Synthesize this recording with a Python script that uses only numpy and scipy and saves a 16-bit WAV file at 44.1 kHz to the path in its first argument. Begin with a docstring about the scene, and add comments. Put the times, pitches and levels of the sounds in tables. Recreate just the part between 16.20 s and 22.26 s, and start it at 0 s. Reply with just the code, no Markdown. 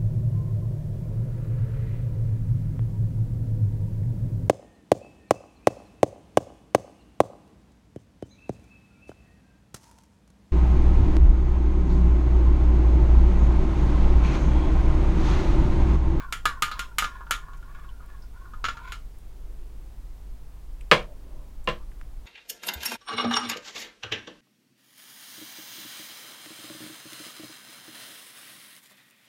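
"""Stirring a drink in a glass jug

A steel spoon circles a thick jug of milky drink about three times a second, close to the microphone.
Friction and impacts excite the glass wall, whose pitch arches with each turn as the drink loads it.
The spoon is lifted out, things shift softly, and two are put down with hard knocks that ring the
kitchen counter. Faint bubbles and drips sound over hiss, low rumble and mains hum."""
import sys
import numpy as np
from scipy import signal
from scipy.fft import rfft, irfft, next_fast_len
from scipy.io import wavfile
from scipy.ndimage import uniform_filter1d

SR = 44100
rng = np.random.default_rng(int(sys.argv[2]) if len(sys.argv) > 2 else 0)


def bounce(signal):
    """Save signal as a 16-bit WAV file at the path given by the first command-line argument."""
    frames = np.transpose(np.atleast_2d(signal))
    limited = np.clip(frames, -1, 1)
    pcm = np.round(limited * 32767).astype(np.int16)
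    wavfile.write(sys.argv[1], SR, pcm)


N = 267150
RING_SIZE = 12288  # samples in one impact
TIME_S, AGE_S = np.arange(N) / SR, np.arange(RING_SIZE) / SR
BINS_HZ = np.fft.rfftfreq(RING_SIZE, 1 / SR)

# spectra of the kitchen's hiss and rumble: frequency_hz, gain_db
HISS_SPECTRUM = [(40, -3), (70, -2), (110, -7.5), (145, -6), (180, -13), (330, -15.5), (560, -21.5),
                 (900, -22.5), (1500, -29), (3000, -33), (7000, -36.5), (15500, -38)]
RUMBLE_SPECTRUM = [(3, -3), (12, 6.5), (34, 5.5), (44, -7), (60, -13.5), (75, -15), (120, -59.5),
                   (300, -84.5)]
# partials of the hum: pitch_hz, level_db
HUM_PARTIALS = [(49.3, -41.5), (99, -61), (141, -64)]
# reverberation of the room: frequency_hz, t60_s
ROOM_DECAY = [(130, 0.2), (500, 0.26), (1500, 0.21), (4000, 0.18), (8000, 0.22), (15000, 0.15)]
# turns of the spoon: start_s, fastest_s, end_s, rub_db, lower_peak_hz, upper_peak_hz, grit_db
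SPOON_TURNS = [(-.14, -0.025, 0.12, -42, 1173, 1570, -51.5), (.255, 0.293, 0.43, -39.5, 1195, 1580, -62),
               (0.411, .58, 0.767, -44.5, 1087, 1580, -54), (0.796, 0.93, 1.14, -44.5, 1078, 1670, -56.5),
               (1.147, 1.24, 1.41, -49, 1110, 1690, -63), (1.41, 1.557, 1.785, -52, 1150, 1663, -61),
               (1.79, 1.886, 2.073, -55, 1158, 1680, -65.5), (2.132, 2.208, 2.48, -53.5, 1104, 1516, -68),
               (2.524, 2.694, 2.77, -44, 1082, 1506, -49)]
# spectrum of the gritty scrape: frequency_hz, gain_db
GRIT_SPECTRUM = [(500, -32), (900, -8), (1500, -7), (1950, 6.5), (2350, 10.5), (2800, -1), (3400, 2),
                 (4600, -7), (6300, -15), (7000, -7), (7600, -21), (15000, -24)]
# spoon on glass: start_s, click_db, ring_db, pitch_hz, sag_per_s, pressure (0 rebounds, 1 stays on)
SPOON_IMPACTS = [(0.1249,-32,-31,1339,0.27,0.093), (0.255,-28,-19,1267,1.8,0.11),
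                 (0.4223,-25.5,-22,1235,0.38,0.081), (0.4813,-47,-40.5,1218,0.72,1),
                 (0.5143,-43,-32.5,1260,0.13,0.18), (0.593,-34,-32,1407,-0.11,.1),
                 (0.7842,-25,-26.5,1251,1.23,0.041), (0.8233,-38.5,-25,1263,1.45,0.13),
                 (0.8427,-34.5,-29,1246,1.75,0.4), (1.008,-69,-40.5,1062,-0.91,0.76),
                 (1.068,-64,-48.5,1390,0,1), (1.1093,-27.5,-23,1347,.3,0.043),
                 (1.2849,-71,-46,1127,1.1,0.51), (1.333,-62,-47.5,1112,.5,0.3),
                 (1.4268,-66,-51.5,1424,0,0.56), (1.587,-74,-51,1176,-0.66,0.29),
                 (1.805,-73,-53.5,1256,0,0.44), (2.255,-77,-50.5,1450,0.37,1),
                 (2.3358,-64,-43.5,1257,0.64,0.98), (2.4418,-34.5,-24.5,1310,-0.11,0.85),
                 (2.453,-35.5,-45,1337,0.3,0.63), (2.485,-37,-27,1354,-0.46,1),
                 (2.5704,-53.5,-41,1370,-0.42,.6), (2.721,-40.5,-38.5,1365,0.65,0.14)]
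# spectra of a clink's click, treble and thud: frequency_hz, gain_db
CLICK_SPECTRUM = [(400, -41), (750, -9), (1000, -3.5), (1350, 0), (1900, 2), (2200, 2.5), (2550, 0),
                  (3000, 2.5), (4200, -3.5), (5600, -8.5), (6900, -14), (8000, -22.5), (12000, -29)]
TREBLE_SPECTRUM = [(3000, -32), (6000, 6.5), (7200, 8.5), (9000, 4.5), (12500, 4), (15500, -10)]
THUD_SPECTRUM = [(60, -22), (120, 0), (150, -7.5), (170, -11), (195, -12.5), (232, -7.5), (350, -19),
                 (480, -11.5), (700, -17), (1200, -11), (3000, -51)]
# bending modes of the filled jug, before contact pressure alters them: pitch_hz, gain_db, t60_s
JUG_MODES = [(960, -15, .1), (1105, -11, .13), (1218, -3, .19), (1340, -4, .14), (1405, 0, .18),
             (1534, -6, .14), (1590, -12, .15), (1713, -2, .14)]
# high modes of the glass, the spoon's bowl, and the bowl clear of the drink: pitch_hz, gain_db, t60_s
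HIGH_GLASS_MODES = [(2129, 0, .13), (2312, -2, .15), (2417, -2, .14), (2758, -1, .14), (2933, 0, .13),
                    (3049, -3, .13), (3378, -2, .14), (3550, -4, .14), (3975, -6, .14), (4209, -8, .15)]
SPOON_MODES = [(6115, -6, .1), (6589, -3, .1), (6880, -1, .1), (6925, 0, .12), (7050, -4, .1),
               (8680, -6, .08)]
LIFTED_SPOON_MODES = [(7030, -6, 0.18), (5070, -3, 0.14)]
# bubbles, drips and ticks: start_s, level_db, centre_hz, width_octaves, t60_s
SMALL_POPS = [(0.516, -44, 4000, 0.19, 0.19), (1.372, -67, 7100, 0.5, .05), (1.69, -61, 3040, 0.11, 0.076),
              (1.861, -68.5, 10700, .4, .02), (2.021, -63.5, 5100, 0.14, .18),
              (2.986, -68.5, 9900, 0.46, .015), (4.609, -59, 2495, .25, 0.019), (4.609, -67, 8370, .3, .03),
              (5.443, -63, 7960, 0.22, 0.025), (5.475, -64, 8020, 0.022, 0.17),
              (5.717, -65, 1660, 0.39, 0.02), (5.813, -55, 1463, 0.51, 0.018)]
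# things sliding on the counter: middle_s, length_s, level_db, centre_hz, width_hz
SLIDES = [(3.398, 0.9, -61, 312, 217), (4.91, 0.084, -53, 590, 180.4), (5.155, 0.36, -61, 573, 108),
          (5.165, 0.44, -68, 993, 260), (5.09, 0.6, -59.5, 280, 199), (5.615, 0.058, -59, 1030, 397)]
# things put down, first edge then second, the counter's ring, and the thing's own mode:
# start_s, first_db, delay_s, second_db, ring_db, tilt_db_per_octave, own_hz, own_db
LANDINGS = [(4.7136, -16, .0046, -17, -15, -0.5, 1241, -21.5),
            (5.4744, -34.5, 0.012, -32, -24.5, -3, 2783, -31)]
# spectrum of a knock's crack: frequency_hz, gain_db
KNOCK_SPECTRUM = [(60, -21.5), (130, -7.5), (280, -9.5), (480, 3.5), (880, -5.5), (1100, 5.5), (1500, -1),
                  (2300, 1), (2900, 0.5), (4000, -6), (5500, -16.5), (8000, -26), (15000, -38)]
# modes of the counter: pitch_hz, gain_db, t60_s
COUNTER_MODES = [(128, -12, .22), (141, -12, .25), (166, -14, .25), (207, -11, .28), (312, -16, .25),
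                 (353, -11, .27), (463, -4, .16), (489, -6, .2), (532, -5, .15), (589, -9, .22),
                 (624, -10, .22), (651, -12, .18), (799, -10, .16), (963, -12, .16), (1031, 2, .15),
                 (1114, -8, .17), (1351, -10, .15), (1448, -10, .15), (1628, -7, .16), (1739, -5, .13),
                 (1808, -6, .17), (2072, -8, .13), (2142, -9, .17), (2247, -8, .15), (2470, -8, .13),
                 (2605, -11, .15), (2726, -11, .16), (2836, -9, .15), (3246, -12, .16), (3359, -10, .15)]


def amp(db):
    """Amplitude grows tenfold for every 20 decibels."""
    return 10 ** (np.asarray(db) / 20)


def unit_rms(x):
    """Power normalisation: a steady sound is scaled to rms 1."""
    return x / np.sqrt(np.mean(x ** 2) + 1e-20)


def unit_blow(x):
    """Energy normalisation: a transient is given the energy of 30 ms at rms 1."""
    return x / np.sqrt(np.sum(x ** 2) / (.03 * SR) + 1e-20)


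def curve(points, hz=BINS_HZ):
    """Interpolation of (frequency_hz, value) points on a logarithmic frequency axis."""
    point_hz, value = np.transpose(points)
    return np.interp(np.log(hz + 1), np.log(point_hz + 1), value)


def add(mix, start_s, sound):
    """Superposition: a sound adds to the mix from start_s on."""
    part = mix[max(round(start_s * SR), 0):][:len(sound)]
    part += sound[:len(part)]


def coloured(x, spectrum):
    """Spectral shaping: a long sound is weighted by frequency, then scaled to rms 1."""
    size = next_fast_len(N)
    gain = amp(curve(spectrum, np.fft.rfftfreq(size, 1 / SR)))
    return unit_rms(irfft(rfft(x, size) * gain, size)[:N])


def drift(per_s):
    """Random modulation: straight lines join Gaussian values, per_s of them a second."""
    knots = rng.standard_normal(1000)
    return np.interp(TIME_S * per_s, np.arange(len(knots)), knots)


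def resonate(x, hz, width_hz):
    """Forced resonance: two equal resonators in series follow a pitch; the result has rms 1."""
    carrier = np.exp(2j * np.pi * np.cumsum(hz * np.ones(N)) / SR)
    pole = np.exp(-np.pi * width_hz / SR)
    for _ in range(2):
        x = 2 * (carrier * signal.lfilter([1 - pole], [1, -pole], x / carrier)).real
    return unit_rms(x)


def reflections(x, wet_db, t60_s):
    """Early reflection: the counter and things on it add sparse echoes to the direct sound."""
    taps = rng.standard_normal(RING_SIZE) * (rng.random(RING_SIZE) < 1500 / SR)
    taps *= amp(-60 * AGE_S / t60_s) * (AGE_S > .002)
    return x + amp(wet_db) * signal.oaconvolve(x, taps / np.linalg.norm(taps))[:N]


def crack(colour_db, t60_s, room_db):
    """Impulsive excitation: a brief contact gives a broadband burst and a reverberant tail."""
    burst, echoes = rng.standard_normal((2, RING_SIZE))
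    hz, age_s, bands = signal.stft(echoes, SR, nperseg=256)
    bands *= amp(-60 * age_s / curve(ROOM_DECAY, hz)[:, None])
    tail = signal.istft(bands, SR, nperseg=256)[1][:RING_SIZE]
    spectrum = rfft(unit_blow(burst * amp(-60 * AGE_S / t60_s)) + amp(room_db) * unit_blow(tail))
    # flatten, then colour with minimum phase, so that nothing sounds before the blow
    magnitude = np.sqrt(uniform_filter1d(abs(spectrum) ** 2, size=44))
    log_gain = np.log(amp(np.maximum(colour_db, -80)) / magnitude)
    phase = -signal.hilbert(np.r_[log_gain, log_gain[-2:0:-1]]).imag[:len(BINS_HZ)]
    fade = np.minimum(1, 2 - 2 * AGE_S / AGE_S[-1]) ** 2
    return unit_blow(irfft(spectrum * np.exp(log_gain + 1j * phase)) * fade)


def ring(modes, uneven_db=0, t60_factor=1, sag_per_s=0):
    """Free vibration: damped modes sum, with weights that vary with the point of contact."""
    clock_s = AGE_S - sag_per_s * AGE_S ** 2 / 2  # sag is the share of pitch lost; negative rises
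    out = np.zeros(RING_SIZE)
    for k, (hz, db, t60_s) in enumerate(modes):
        envelope = amp(db + uneven_db * rng.uniform(-0.87, 1) - 60 * AGE_S / (t60_s * t60_factor))
        out += (-1) ** k * envelope * np.sin(2 * np.pi * hz * clock_s)  # neighbours start opposed
    return unit_blow(out)


def kitchen():
    """Background noise: broadband hiss and rumble lie under the wavering partials of mains hum."""
    hiss = amp(-52.5) * coloured(rng.standard_normal(N), HISS_SPECTRUM) * amp(0.18 * drift(6.6))
    rumble = amp(-38.5) * coloured(rng.standard_normal(N), RUMBLE_SPECTRUM)
    hum = sum(amp(db + 1.2 * drift(3.245)) * np.sin(2 * np.pi * hz * TIME_S + .3 * drift(2.5))
              for hz, db in HUM_PARTIALS)
    return hiss + rumble + hum


def turning():
    """Mass loading: between turns the drink climbs the glass and lowers its modes as the rubbing fades."""
    rub, grit = np.zeros((2, N))
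    lower_hz, upper_hz = np.full((2, N), 1000.)
    for start_s, fastest_s, end_s, rub_db, lower_peak_hz, upper_peak_hz, grit_db in SPOON_TURNS:
        now = (TIME_S >= start_s) & (TIME_S < end_s)
        progress = np.interp(TIME_S[now], [start_s, fastest_s, end_s], [0, .5, 1])
        slowness = 1 - np.sin(np.pi * progress)
        rub[now] = amp(rub_db - 15 * slowness)
        grit[now] = amp(grit_db - 32 * slowness)
        lower_hz[now] = lower_peak_hz * (1 - 0.18 * slowness)
        upper_hz[now] = upper_peak_hz * (1 - 0.2 * slowness)
    return rub, grit, lower_hz, upper_hz


def stirring():
    """Stick-slip friction: tiny slips of steel drive the wall's modes, which the swirling drink bends."""
    rub, grit, lower_hz, upper_hz = turning()
    slosh = 1 + .025 * drift(22)
    slips = rng.standard_normal(N) * (rng.random(N) < 1800 / SR) * amp(4 * drift(60))
    wall = (resonate(slips, lower_hz * slosh, width_hz=125)
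            + amp(-1) * resonate(slips, upper_hz * np.sqrt(slosh), width_hz=135)
            + amp(-5) * resonate(slips, 1410, width_hz=110)
            + amp(-4) * resonate(slips, 1200, width_hz=600))
    scrape = amp(-0.5) * rub * unit_rms(wall) + amp(-1.5) * grit * coloured(slips, GRIT_SPECTRUM)
    return reflections(scrape, wet_db=-5, t60_s=0.092)


def clinks():
    """Impact excitation: each touch clicks, thuds through the base and rings both glass and spoon."""
    lift_s = 2.4
    contact, ringing = np.zeros((2, N))
    for start_s, click_db, ring_db, wall_hz, sag_per_s, pressure in SPOON_IMPACTS:
        # a pressed spoon damps the wall, favours its lower modes and loses treble
        t60_factor = np.interp(pressure, [0, 1], [1.27, 0.81])
        modes = [(hz, db - 15 * pressure * np.log2(hz / wall_hz), t60_s) for hz, db, t60_s in JUG_MODES]
        treble_db = click_db - 4.5 - 52 * pressure
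        click = amp(click_db - 1.5) * crack(curve(CLICK_SPECTRUM), t60_s=0.034, room_db=-1.5)
        treble = amp(treble_db) * crack(curve(TREBLE_SPECTRUM), t60_s=0.035, room_db=-6)
        thud = amp(ring_db - 19.5) * crack(curve(THUD_SPECTRUM), t60_s=0.065, room_db=0)
        add(contact, start_s, click + treble + thud)
        chink = amp(click_db - 7) * ring(HIGH_GLASS_MODES, uneven_db=5)
        spoon = amp(click_db - 15.5) * ring(SPOON_MODES, uneven_db=7)
        if start_s > lift_s:  # clear of the drink, the bowl sings
            spoon += amp(click_db - 21) * ring(LIFTED_SPOON_MODES)
        jug = amp(ring_db - 7) * ring(modes, uneven_db=5, t60_factor=t60_factor)
        # the main mode glides as the drink moves on the wall
        wall = amp(ring_db - 4.5) * ring([(wall_hz, 0, .12)], t60_factor=t60_factor, sag_per_s=sag_per_s)
        add(ringing, start_s, chink + spoon + jug + wall)
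    return contact + reflections(ringing, wet_db=-16, t60_s=0.11)


def pops():
    """Band-limited transients: each faint bubble, drip or tick dies away around its own frequency."""
    out = np.zeros(N)
    for start_s, db, hz, width_octaves, t60_s in SMALL_POPS:
        colour_db = -20 * np.log10(1 + (np.log2((BINS_HZ + 1) / hz) / width_octaves) ** 2)
        add(out, start_s, amp(db) * crack(colour_db, t60_s, room_db=-18))
    return out


def slides():
    """Sliding friction: things shifted on the counter give faint, dull swells of noise."""
    out = np.zeros(N)
    for middle_s, length_s, db, hz, width_hz in SLIDES:
        swell = np.cos(np.pi * np.clip((TIME_S - middle_s) / length_s, -.5, .5))
        out += amp(db) * swell * resonate(rng.standard_normal(N), hz, width_hz)
    return out


def knocks():
    """Modal response: a thing lands on one edge, then the other, ringing itself and the woody counter."""
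    out = np.zeros(N)
    build_up = 1 - np.exp(-AGE_S / 0.0007)  # the slab takes a moment to get moving
    colour_db = curve(KNOCK_SPECTRUM)
    for start_s, first_db, delay_s, second_db, ring_db, tilt, own_hz, own_db in LANDINGS:
        # a softer landing reaches fewer of the high modes
        modes = [(hz, db + tilt * np.log2(max(hz / 500, 1)), t60_s) for hz, db, t60_s in COUNTER_MODES]
        add(out, start_s, amp(first_db) * crack(colour_db, t60_s=0.033, room_db=-6))
        add(out, start_s + delay_s, amp(second_db) * crack(colour_db, t60_s=0.036, room_db=-0.5))
        add(out, start_s, amp(ring_db) * build_up * ring(modes, uneven_db=3))
        add(out, start_s, amp(own_db) * ring([(own_hz, 0, .1)]))
    return out


def scene():
    """Superposition: the pressures of all sources add at one microphone."""
    return (kitchen() + stirring() + clinks() + pops() + slides() + knocks())[None]


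def record(dry):
    """Clipping and band limiting: peaks stop at full scale, then a low-pass cuts above 16 kHz."""
    low_pass = signal.firwin(511, 16000, window=("kaiser", 9), fs=SR)
    return signal.oaconvolve(np.clip(dry, -1, 1), low_pass[None], "same")


dry = scene()
out = record(dry)
bounce(out)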